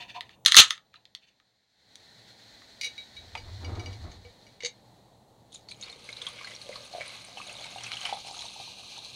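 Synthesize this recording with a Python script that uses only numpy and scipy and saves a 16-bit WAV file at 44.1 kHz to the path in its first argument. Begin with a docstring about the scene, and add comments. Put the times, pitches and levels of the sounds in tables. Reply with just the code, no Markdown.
"""Fingers rustle on a drink can close to a phone's microphone; the tab tears the lid in snaps and gas bursts out.
A glass mug of ice is dragged over the table, its cubes clinking; then soda splashes over the ice, glugs and foams.
Snaps, clatter and splashes are shaped noise, rings and bubbles are damped tones, gas and fizz are grainy noise.
A small soft room answers and hums behind; the background sinks after the pop and returns."""
import sys
import numpy as np
from scipy import signal
from scipy.fft import rfft, irfft, next_fast_len
from scipy.io import wavfile
from scipy.ndimage import map_coordinates

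SR = 44100
rng = np.random.default_rng(int(sys.argv[2]) if len(sys.argv) > 2 else 0)


def transcribe(u):
    """Save the signal u as a 16-bit wav file named by the first command-line argument.

    u: samples, shape (n,) or (channels, n), limited to [-1, 1]; the rate is SR.
    q: integer samples, one column per channel.
    """
    v = np.clip(np.atleast_2d(u).T, -1, 1)
    q = np.round(v * 32767).astype(np.int16)
    wavfile.write(sys.argv[1], SR, q)


N = 403515  # samples, 9.15 s


# Tab and lid snapping: (time [s], level [dB], brightness [dB])
SNAPS = [(.208, -23, 0.5), (.293, -39.5, -9.5), (.45, -16.5, 5), (.461, 3, 3), (.515, -20.5, 2),
         (.521, -4.5, 2), (.545, -4.5, -2.5), (.554, -5.5, 6.5), (.562, -11, 7), (.567, 8, 3),
         (.577, -3, 0.5), (.611, -12.5, 3), (.617, -5.5, 1.5), (.707, -9.5, 0), (.778, -38.5, -13),
         (.941, -42.5, -14), (1.054, -41, 1.5), (1.15, -24, 3.5), (1.4, -51, -10.5), (1.956, -30, 14),
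         (2, -49, -8), (2.619, -48, -14)]
# Lid resonances, low to high: (frequency [Hz], width [Hz], level [dB])
LID = [(1300, 300, -2), (1880, 520, 0.5), (3700, 1600, 3.5), (6170, 1000, -1.5), (9395, 1200, -11)]
TEAR_S = (.4, .75)  # while the lid tears; before and after, the tab only clicks
TAB_HIGH_DB = -14  # those clicks have less top
LOW_DB, HIGH_DB = 1.5, -2  # shares of the low and high lid resonances at brightness 0


def lid_snaps():
    """Each snap is a noise burst through the lid: a bright one shakes the high resonances, a dull one the low."""
    s, db, bright_db = np.transpose(SNAPS)
    only_click = (s < TEAR_S[0]) | (s > TEAR_S[1])
    low_db = LOW_DB - bright_db
    high_db = HIGH_DB + bright_db + TAB_HIGH_DB * only_click
    snaps = np.zeros(N)
    for share_db, part in ((low_db, LID[:2]), (0, LID[2:3]), (high_db, LID[3:])):
        noise = bursts(s, db + share_db + 5.0, 0.006, tail_db=-23.5, tail_t60=.08)
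        snaps += through(noise, part)
    return snaps


# The tab springs back: (time [s], level [dB], starting pitch [Hz], t60 [s])
PING = [(.958, -42.5, 3970, 0.035)]


def tab_ping():
    """The tab rings as one short damped tone."""
    return blips(*np.transpose(PING), rise=.001, rough=.05)


# Puffs of gas: (time [s], level [dB], hold [s])
GAS = [(0.452, -21, .015), (0.506, -33.5, .05), (0.561, -6.5, .025), (0.691, -39, .002)]
# Colour of the gas jet: (frequency [Hz], level [dB per Hz])
JET = [(35, -37.5), (60, -23), (202, -31.5), (715, -27.5), (767, -23.5), (1250, -5), (1860, -13),
       (2050, -8), (2900, 0.5), (4120, -0.5), (5330, -10.5), (6430, -3.5), (16000, -39)]
GAS_RISE_S, GAS_T60, GAS_TAIL_DB, GAS_TAIL_T60 = .012, .09, -16.5, .24  # t60s in s; tail under the puff


def gas_jet():
    """Gas hisses out through the slit; foam sputters in it and shakes the lid."""
    spit = grainy(1.4, 200, clump_db=3.5) * amp(2.0 * wobble(60))
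    s, db, hold = np.transpose(GAS)
    puffs = swells(s, db, GAS_RISE_S, hold, GAS_T60)
    tails = swells(s, db + GAS_TAIL_DB, GAS_RISE_S, hold, GAS_TAIL_T60)
    hiss = unit(coloured(spit, JET) + 0.2 * resonant(spit, LID))
    return (puffs + tails) * hiss


# Fingers on the can: (time [s], rustle level [dB], wall tone over the rustle [dB], hold [s])
TOUCHES = [(-.01, -40.5, 2, 0.016), (0.066, -51.5, 0, 0.038), (0.132, -46.5, 4, 0.015),
           (0.213, -62, -9, .1), (.925, -60, -12, .01), (1.2, -66.5, -21, 0.035), (1.255, -61, -29, .02)]
# Rustle of skin: (frequency [Hz], width [Hz], level [dB])
SKIN = [(1950, 420, -2.5), (2630, 1100, 3), (3490, 234, 4), (4290, 300, 0)]
# Can wall resonances: (frequency [Hz], width [Hz], level [dB])
WALL = [(723, 60, -2.5), (976, 77, -0.5)]
TOUCH_RISE_S, TOUCH_T60 = 0.0175, .14  # s
EDGE_DB = -17  # the rim rustles under the skin


def fingers():
    """Rubbing skin makes grainy noise that rustles at the rim and sounds the can wall."""
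    s, db, wall_db, hold = np.transpose(TOUCHES)
    rustle_gain = swells(s, db, TOUCH_RISE_S, hold, TOUCH_T60)
    wall_gain = swells(s, db + wall_db, TOUCH_RISE_S, hold, TOUCH_T60)
    rim = resonant(grainy(1.5, 60), LID[3:4])
    rustle = resonant(grainy(1.8, 68), SKIN) + amp(EDGE_DB) * rim
    return rustle_gain * rustle + wall_gain * resonant(grainy(2.5, 40, clump_db=10.5), WALL)


def can():
    """The can close to the microphone: lid, tab, gas and fingers."""
    return lid_snaps() + tab_ping() + gas_jet() + fingers()


# Stream of soda: (time [s], splash level [dB])
POUR = [(5.5, -80), (5.53, -50), (5.67, -80.5), (5.7, -49), (5.78, -64), (5.84, -57), (6.25, -61),
        (6.5, -56), (7.25, -58.5), (7.5, -54.5), (8.45, -51), (8.7, -63.5), (9.15, -53.5)]
# Splash resonances: (frequency [Hz], width [Hz], level [dB])
SPLASH = [(3895, 1460, 0.5), (6530, 1000, -3), (8700, 3100, -9)]
# Liquid sloshing between the cubes: (time [s], level [dB])
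POCKETING = [(5.5, -96), (5.72, -70), (5.84, -48.5), (6.05, -55), (6.2, -55.5), (6.45, -49), (6.65, -66),
             (6.75, -49), (6.85, -65), (7, -50.5), (7.25, -52), (7.32, -59.5), (7.5, -54.5), (8.1, -43.5),
             (8.2, -60), (8.45, -64), (8.7, -68), (9.15, -83)]
# Pockets between the cubes: (frequency [Hz], width [Hz], level [dB])
POCKETS = [(1560, 1730, -5.5), (2265, 660, 1.5), (2850, 1140, -1.5)]
# Air column over the rising liquid: (time [s], frequency [Hz])
COLUMN = [(5.5, 482), (7, 619), (8.1, 853), (9.15, 890)]
POOL_S, FOAM_S = (5.72, 5.8), (8.05, 8.25)  # liquid gathers at the bottom; foam closes over the cubes
GURGLE_DB, DRY_DB, TICK_DB = -7, -25.5, -19  # gurgle over the splash, its change before the pool; ticks over the splash


def stream():
    """The stream breaks on the cubes into spits and spray, sloshing, with small bubbles gurgling and bursting."""
    splash_db = curve(POUR)
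    # hundreds of spits a second, a few of them strong
    s, size, tune, life = rng.random((4, 900))
    s = 5.45 + 3.65 * s
    size_db = -4.5 * np.log(size + 0.024)
    spit_hz, spit_t60 = 2500 * 4.26 ** tune, 0.0046 + 0.0062 * life
    spits = unit(blips(s, size_db, spit_hz, spit_t60, rise=0.13, rough=0.32, size=512))
    spray = grainy(3, 110, clump_db=3.5)
    splash = resonant(spray + 1.5 * spits, SPLASH)
    slosh = amp(curve(POCKETING) + 4.1 * wobble(18)) * resonant(spray, POCKETS)
    # small bubbles tuned around the air column, which shortens as the mug fills
    pitch = np.interp(s, *np.transpose(COLUMN)) * (0.868 + 0.62 * tune ** 3.2)
    some = slice(None, None, 3)
    gurgle = unit(blips(s[some], size_db[some], pitch[some], 14 / pitch[some], rise=0.056, rough=0.082, size=1024))
    gurgle_db = GURGLE_DB + DRY_DB * (1 - ramp(POOL_S))
    # the tiniest bubbles burst as bright ticks
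    few = slice(1, None, 5)
    ticks = unit(blips(s[few], size_db[few], 6000 + 5000 * tune[few], 0.0057, rise=0.2, rough=0.59, size=512))
    return amp(splash_db) * (splash + amp(gurgle_db) * gurgle + amp(TICK_DB) * ticks) + slosh


# Single drops on the ice: (time [s], level [dB], starting pitch [Hz])
DROPS = [(5.5462, -31, 6915), (5.6866, -30, 4400), (5.7153, -33.5, 2240), (5.8118, -32.5, 6530),
         (5.8259, -25.5, 3770), (5.8352, -27.5, 4290), (5.8979, -30, 4160), (5.9272, -31.5, 3710),
         (6.0895, -24.5, 2106), (6.128, -26, 4070), (6.1683, -27.5, 3940), (6.2174, -22, 3480),
         (6.267, -18, 3366), (6.4118, -33, 2180), (6.446, -27.5, 4180), (6.473, -27, 2050),
         (6.517, -32, 2060), (6.5497, -32, 5670), (6.6157, -30.5, 4220), (6.727, -30, 2100),
         (6.757, -26.5, 4200), (6.929, -31, 4280), (7.0087, -23.5, 2200), (7.0149, -26, 2200),
         (7.0805, -31, 4050), (7.217, -36, 4000), (7.3721, -28.5, 2970), (7.3808, -30, 2630),
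         (7.415, -28, 2560), (7.4703, -30, 3860), (7.495, -28, 2740), (7.622, -32, 3970),
         (7.6655, -31, 3830), (7.7833, -29.5, 2840), (7.8065, -32.5, 3230), (7.836, -27, 5880),
         (7.865, -25.5, 2570), (7.9243, -31, 2950), (7.935, -23, 3180), (7.969, -22.5, 2900),
         (8.014, -25, 3070), (8.0527, -17, 3040), (8.0963, -27, 3160), (8.132, -25.5, 3400),
         (8.3684, -32, 3950), (8.391, -30, 4020), (8.408, -29, 4050), (8.4197, -25, 3880),
         (8.4626, -30, 3700)]
DROP_DB, SPLAT_DB = -5, -9  # ring and splat, each over the drop's level


def drops():
    """A drop on ice rings briefly as a rough tone and splats as a noise burst."""
    s, db, hz = np.transpose(DROPS)
    ring = blips(s, db + DROP_DB, hz, 0.035, rise=0.043, rough=0.48)
    splat = bursts(s, db + SPLAT_DB, 0.0063, tail_db=-8.0, tail_t60=0.13)
    return ring + through(splat, SPLASH + POCKETS)


# Tiny bubbles bursting close by: (time [s], level [dB], starting pitch [Hz])
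TICKS = [(6.1176, -44.5, 8640), (6.2226, -37, 8430), (6.2583, -41.5, 9000), (6.2874, -34, 8930),
         (6.8514, -40, 9870), (7.061, -43, 8500), (7.0789, -32.5, 9720), (7.2491, -35, 9200),
         (7.4296, -44, 9790), (7.4748, -37, 8970), (7.5282, -36, 8770), (7.6489, -49, 8490),
         (7.7052, -44, 10900), (7.836, -36, 9080), (7.8684, -37.5, 8460), (7.8946, -43, 9040),
         (7.928, -48, 9760), (7.9759, -49.5, 8370), (8.133, -39, 8810), (8.272, -37, 8990),
         (8.3274, -39, 8480), (8.4084, -41, 9200)]


def close_ticks():
    """Each tiny bubble bursts as a very short high tone."""
    s, db, hz = np.transpose(TICKS)
    return blips(s, db, hz, 0.013, rise=.03, rough=0.32, size=512)


# Big bubbles under the surface: (time [s], level [dB], starting pitch [Hz])
GLUGS = [(6.276, -34, 1080), (6.411, -34, 1095), (6.445, -34.5, 1580), (6.693, -22.5, 540),
         (6.759, -32.5, 1120), (6.937, -28, 700), (6.949, -21.5, 650), (6.983, -24, 636), (7.007, -28, 590),
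         (7.372, -29.5, 770), (7.401, -30.5, 1140), (7.608, -38, 715), (7.76, -26.5, 760),
         (7.838, -40, 780), (7.916, -37, 1470), (8.053, -37, 850), (8.093, -24.5, 830), (8.126, -15, 790),
         (8.298, -35, 855), (8.442, -38, 670), (8.561, -34.5, 815), (8.599, -29.5, 775),
         (8.676, -37.5, 890)]


def glugs():
    """A big bubble sounds as a low damped tone with rising pitch."""
    s, db, hz = np.transpose(GLUGS)
    return blips(s, db, hz, 0.024, rise=0.071, rough=0.12)


# Bursting bubbles: (time [s], level [dB])
FIZZ = [(.8, -75.5), (1.7, -74), (2.03, -58.5), (2.8, -55.5), (3.85, -55), (4.5, -62.5), (5.3, -74.5),
        (5.7, -67.5), (6.1, -53), (7.5, -51.5), (8.3, -46), (9.15, -48.5)]
# Colour of the fizz in the mug: (frequency [Hz], level [dB per Hz])
FROTH = [(710, -35), (1200, -5), (1380, -21), (1570, -7.5), (1910, -18.5), (2020, -9.5), (2560, -5),
         (3430, -5.5), (4130, 1.5), (5130, -14), (6230, -8.5), (7250, -21.5), (9310, -22.5), (16000, -47)]
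# Colour of the fizz through the can's opening: (frequency [Hz], level [dB per Hz])
IN_CAN = [(650, -50), (1100, -17), (1260, -19), (1450, -9), (1660, -9.5), (1870, -4.5), (2700, -15.5),
          (3600, -4.5), (4150, 1), (5070, -12.5), (6390, -14), (10600, -29.5), (15500, -35)]
TREBLE_DB, BODY_DB = -17, -9.5  # shares of treble and body in the mug's fizz
POURED_TREBLE_DB, FOAM_BODY_DB = 3.5, -9  # more treble until foam closes over the cubes; body change under foam


def fizz():
    """Fine bursting bubbles are grainy noise, first inside the can, then in the mug."""
    pool, foam = ramp(POOL_S), ramp(FOAM_S)
    treble_db = TREBLE_DB + POURED_TREBLE_DB * (1 - foam)
    body_db = BODY_DB + FOAM_BODY_DB * foam
    froth = coloured(grainy(0.85, 40, clump_db=1.9), FROTH)
    body, treble = filtered(froth, lambda hz: [hz < 2300, hz > 7500])
    middle = froth - treble - body
    poured = middle + amp(treble_db) * unit(treble) + amp(body_db) * unit(body)
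    in_can = coloured(grainy(0.98, 30, clump_db=1.0), IN_CAN)
    return amp(curve(FIZZ)) * (pool * poured + (1 - pool) * in_can)


def soda():
    """The soda: stream, drops and ticks are low-passed, glugs and fizz are not."""
    return low_passed(stream() + drops() + close_ticks(), 10430) + glugs() + fizz()


# Ice on glass: (time [s], level [dB], height on the glass [0-1], hardness [dB per octave])
CLINKS = [(2.812, -33.5, 0.33, 8.5), (2.8334, -30.5, 0.6, 3), (2.8449, -27.5, .5, 4.5),
          (2.8614, -31, 0.7, 1), (2.9791, -36.5, 1, -1), (3.1662, -41, 1, -1), (3.3744, -42, 0, 2),
          (3.6461, -41.5, 0, 1.5), (3.7953, -41, .3, 3), (3.8596, -41, 0, 2), (3.929, -51, 0, 5.5),
          (4.2494, -52, .3, -6.5), (4.4667, -56, .1, 4.5), (4.5446, -72, .3, -2), (4.635, -47.5, 0.07, -7)]
# Modes of the mug: (frequency [Hz], t60 [s], level struck low [dB], level struck near the rim [dB])
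MUG = [(483, 0.15, -4.5, -31), (2277, 0.085, 0.5, -3), (2906, 0.08, 0.5, -13), (3853, 0.22, -14.5, 0.5),
       (4750, .11, -2.5, -19), (5740, 0.088, -9, -20), (6412, 0.19, -19, -23.5), (9211, 0.13, -28, -26)]
# Crunch of the ice: (frequency [Hz], width [Hz], level [dB])
ICE = [(2276, 340, 6), (4320, 1850, 2), (5600, 760, -0.5), (9350, 730, -25)]
SCRUNCH_DB, SCRUNCH_HARD = 2.5, 1.5  # crunch noise over the clink; extra dB per unit of hardness


def clinks():
    """Where a cube meets the glass decides which modes ring; each clink adds crunch noise."""
    out, t = np.zeros(N + SR), np.arange(SR // 3) / SR
    for s, db, height, hardness_db in CLINKS:
        slip = .012 * np.cumsum(rng.standard_normal(len(t)))  # loose cubes rattling on the wall blur the ring
        ring = np.zeros(len(t))
        for hz, t60, low_db, rim_db in MUG:
            mode_db = low_db + height * (rim_db - low_db) + hardness_db * np.log2(hz / 3000)
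            ring += amp(mode_db - 60 * t / t60) * np.sin(2 * np.pi * hz * t + slip)
        out[round(s * SR):][:len(t)] += amp(db) * ring * (1 - np.exp(-t / 0.00041))
    s, db, _, hardness_db = np.transpose(CLINKS)
    scrunch_db = db + SCRUNCH_DB + SCRUNCH_HARD * hardness_db
    return out[:N] + through(bursts(s, scrunch_db, 0.0034, tail_db=-9.5, tail_t60=0.13), ICE)


# Ice clattering in the mug: (time [s], level [dB], hardness [dB per octave])
CLATTER = [(3.753, -46, -3), (4.116, -49.5, 2.5), (4.605, -38, -9), (4.624, -39, -11), (4.634, -36, 1.5),
           (4.648, -27, 3), (4.659, -30.5, 5), (4.662, -36.5, 4)]
# Short ringing modes of the clatter: (frequency [Hz], level [dB], t60 [s])
CLATTER_MODES = [(2150, -3.5, 0.036), (2912, -5, .043), (3780, -3, .055), (4450, -4, .055),
                 (6450, -6.5, 0.087)]


def clatter():
    """Ice and mug clatter with crunch noise and a short ring."""
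    s, db, hardness_db = np.transpose(CLATTER)
    crunch = through(bursts(s, db + 1.5, 0.0061, tail_db=-9, tail_t60=0.12), ICE)
    return crunch + struck(s, db, hardness_db, CLATTER_MODES, rough=0.406)


# Modes of the mug's base: (frequency [Hz], level [dB], t60 [s])
BASE = [(875, 1.5, 0.042), (1326, -7.5, .028), (2305, -2, 0.053), (3413, -3, 0.023)]
BUMP_S, BUMP_DB, BUMP_NOISE_DB = 3.352, -28.5, 3  # time, ring level, noise over the ring


def bump():
    """The mug's base knocks the table once: damped modes and a noise thud at the same pitches."""
    ring = struck([BUMP_S], BUMP_DB, 0, BASE, rough=0.66)
    thud = bursts([BUMP_S], [BUMP_DB + BUMP_NOISE_DB], 0.009, tail_db=-7, tail_t60=0.069)
    return ring + through(thud, [(hz, 0.44 * hz, level) for hz, level, _ in BASE])


# Mug dragged on the table: (time [s], rumble level [dB])
DRAG = [(3.1, -74), (3.22, -51), (3.3, -61), (3.45, -48), (3.58, -47), (3.731, -38), (3.85, -44.5),
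        (3.98, -48.5), (4.048, -40.5), (4.15, -53.5), (4.3, -58)]
# Colour of the table's rumble: (frequency [Hz], level [dB per Hz])
TABLE = [(15, -42), (25, -10), (59, -3.5), (102, 3), (120, -4), (140, -14.5), (200, -19), (260, -48),
         (440, -120)]
# Colour of the scrape: (frequency [Hz], level [dB per Hz])
SCRAPE = [(110, -32), (180, -8), (302, 1), (578, -10.5), (631, -2.5), (2500, -23.5), (3250, -42),
          (5500, -120)]
SCRAPE_DB, SCRAPE_GROWS = -9.5, 0.48  # over the rumble at its mean; extra dB per dB of rumble


def drag():
    """The base judders over the table: low rumble with a grainy scrape that grows with it."""
    rumble_db = curve(DRAG)
    scrape_db = SCRAPE_DB + SCRAPE_GROWS * (rumble_db - np.mean(np.transpose(DRAG)[1]))
    rumble = coloured(rng.standard_normal(N), TABLE)
    return amp(rumble_db) * (rumble + amp(scrape_db) * coloured(grainy(1.2, 27), SCRAPE))


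def mug():
    """The mug on the table and the ice in it; clatter and bump are low-passed."""
    return clinks() + low_passed(clatter() + bump(), 10000) + drag()


# Decay of the small soft room: (frequency [Hz], t60 [s])
WALLS = [(200, .25), (2000, 0.17), (10000, 0.084)]


def room(x):
    """Each frequency of the room's answer dies at its own speed."""
    hz, t, z = signal.stft(rng.standard_normal(SR // 3), SR, nperseg=256)
    decay = amp(-60 * t / along(WALLS, hz)[:, None])
    tail = signal.istft(z * decay, SR, nperseg=256)[1]
    delayed = np.pad(x, (200, 0))  # samples
    return signal.fftconvolve(delayed, tail / np.linalg.norm(tail))[:N]


# Background: (time [s], level [dB])
ROOM = [(0, -61.5), (.5, -62.5), (.8, -71.5), (1.7, -80.5), (1.95, -65.5), (2.3, -62), (9.15, -58)]
# Background colour: (frequency [Hz], level [dB per Hz])
AIR = [(15, -46.5), (25, -15.5), (114, -5), (153, -8.5), (206, -7.5), (373, -11.5), (489, -9.5),
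       (840, -9.5), (1840, -37.5), (3720, -28.5), (4870, -39), (6740, -31.5), (16000, -42)]
# Wavering low tones of the house: (frequency [Hz], width [Hz], level over the background [dB])
HUM = [(117.4, 13, -8), (193, 30, -12)]


def background():
    """Room tone is coloured noise; narrow resonances of noise make the wavering hums."""
    air = coloured(rng.standard_normal(N), AIR)
    hum = np.zeros(N)
    for hz, width, db in HUM:
        hum += amp(db + 1.9 * wobble(2.5)) * resonant(rng.standard_normal(N), [(hz, width, 0)])
    return amp(curve(ROOM) + 0.66 * wobble(6)) * (air + hum)


def amp(db):
    """Decibels to amplitude."""
    return 10 ** (np.asarray(db) / 20)


def unit(x):
    """x at rms 1."""
    return x / np.sqrt(np.mean(x ** 2) + 1e-20)


def along(points, hz):
    """(Hz, value) points on a log axis."""
    f, v = np.transpose(points)
    return np.interp(np.log(hz + 1), np.log(f + 1), v)


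def curve(points):
    """A level in dB per sample from (s, dB) points, silent outside them."""
    s, db = np.transpose(points)
    return np.interp(np.arange(N) / SR, s, db, -150, -150)


def ramp(span):
    """0 before the span, 1 after it."""
    return np.interp(np.arange(N) / SR, span, [0, 1])


def wobble(rate):
    """A smooth random curve, rate knots a second."""
    knots = rng.standard_normal(int(N * rate / SR) + 4)
    return map_coordinates(knots, [np.arange(N) * rate / SR])


def swells(s, db, rise, hold, t60):
    """Gain of overlapping gestures: rise, hold, die away."""
    t = np.arange(N) / SR - np.asarray(s)[:, None]
    fall = np.clip(t - rise - np.reshape(hold, (-1, 1)), 0, 4 * t60)
    shape = np.clip(t / rise, 0, 1) ** 2 * amp(np.asarray(db)[:, None] - 60 * fall / t60)
    return np.sqrt(np.sum(shape ** 2, axis=0))


def filtered(x, response):
    """x times a complex response of frequency."""
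    m = next_fast_len(x.shape[-1] + 8192, real=True)
    spectrum = rfft(x, m) * response(np.fft.rfftfreq(m, 1 / SR))
    return irfft(spectrum, m)[..., :x.shape[-1]]


def through(x, peaks):
    """x through causal resonances (Hz, width Hz, dB), each twice for dark valleys."""
    def response(f):
        return sum(amp(db) * (1j * f * w / (c * c - f * f + 1j * f * w)) ** 2 for c, w, db in peaks)
    return filtered(x, response)


def resonant(x, peaks):
    """x through resonances, rms 1."""
    return unit(through(x, peaks))


def coloured(x, spectrum):
    """x with the given spectrum, rms 1."""
    return unit(filtered(x, lambda hz: amp(along(spectrum, hz))))


def low_passed(x, edge_hz):
    """A steep low-pass that removes the top treble."""
    return filtered(x, lambda hz: 1 / (1 + (hz / edge_hz) ** 12))


def grainy(spike_db, rate, clump_db=4.5):
    """Noise with sparse strong grains: each sample's size is log-exponential, in clumps."""
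    size_db = spike_db * rng.exponential(size=N) + clump_db * wobble(rate)
    return rng.standard_normal(N) * amp(size_db)


def scatter(s, sounds):
    """Rows of short sounds summed at their times."""
    at = np.round(np.asarray(s) * SR).astype(int)[:, None] + np.arange(sounds.shape[1])
    return np.bincount(at.ravel(), sounds.ravel(), N + sounds.shape[1])[:N]


def bursts(s, db, t60, tail_db, tail_t60):
    """White noise bursts, each a sharp head on a longer tail."""
    t = np.arange(4096) / SR
    decay = amp(-60 * t / t60) + amp(tail_db - 60 * t / tail_t60)
    noise = rng.standard_normal((len(s), len(t)))
    return scatter(s, noise * amp(db)[:, None] * decay)


def blips(s, db, hz, t60, rise, rough, size=2048):
    """Short damped tones whose pitch rises; roughness breaks them into a flutter."""
    t = np.arange(size) / SR
    db, hz, t60 = (np.asarray(v)[..., None] for v in (db, hz, t60))
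    walk = np.cumsum(rng.standard_normal((len(s), size)), axis=1)
    slip = rough * np.sqrt(hz / SR) * walk  # random walk of phase
    tone = np.sin(2 * np.pi * hz * t * (1 + rise * t / t60) + slip)
    onset = 1 - np.exp(-t * hz * 1.1)
    return scatter(s, tone * onset * amp(db - 60 * t / t60))


def struck(s, db, hardness_db, modes, rough):
    """Every blow rings all modes; hard blows favour the high ones."""
    out = np.zeros(N)
    for hz, level, t60 in modes:
        mode_db = db + level + hardness_db * np.log2(hz / 3000)
        out += blips(s, mode_db, np.full(len(s), hz), t60, rise=0.00958, rough=rough, size=4096)
    return out


def scene():
    """Can, soda and mug close by, the room's answer to them, and the background."""
    near = can() + soda() + mug()
    return (near + amp(-10.0) * room(near) + background())[None]


def record(dry):
    """The microphone input clips softly near full scale and keeps nothing above its band limit."""
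    clipped = dry / (1 + np.abs(dry / .93) ** 6) ** (1 / 6)
    return filtered(clipped, lambda hz: hz < 15800)


dry = scene()
out = record(dry)
transcribe(out)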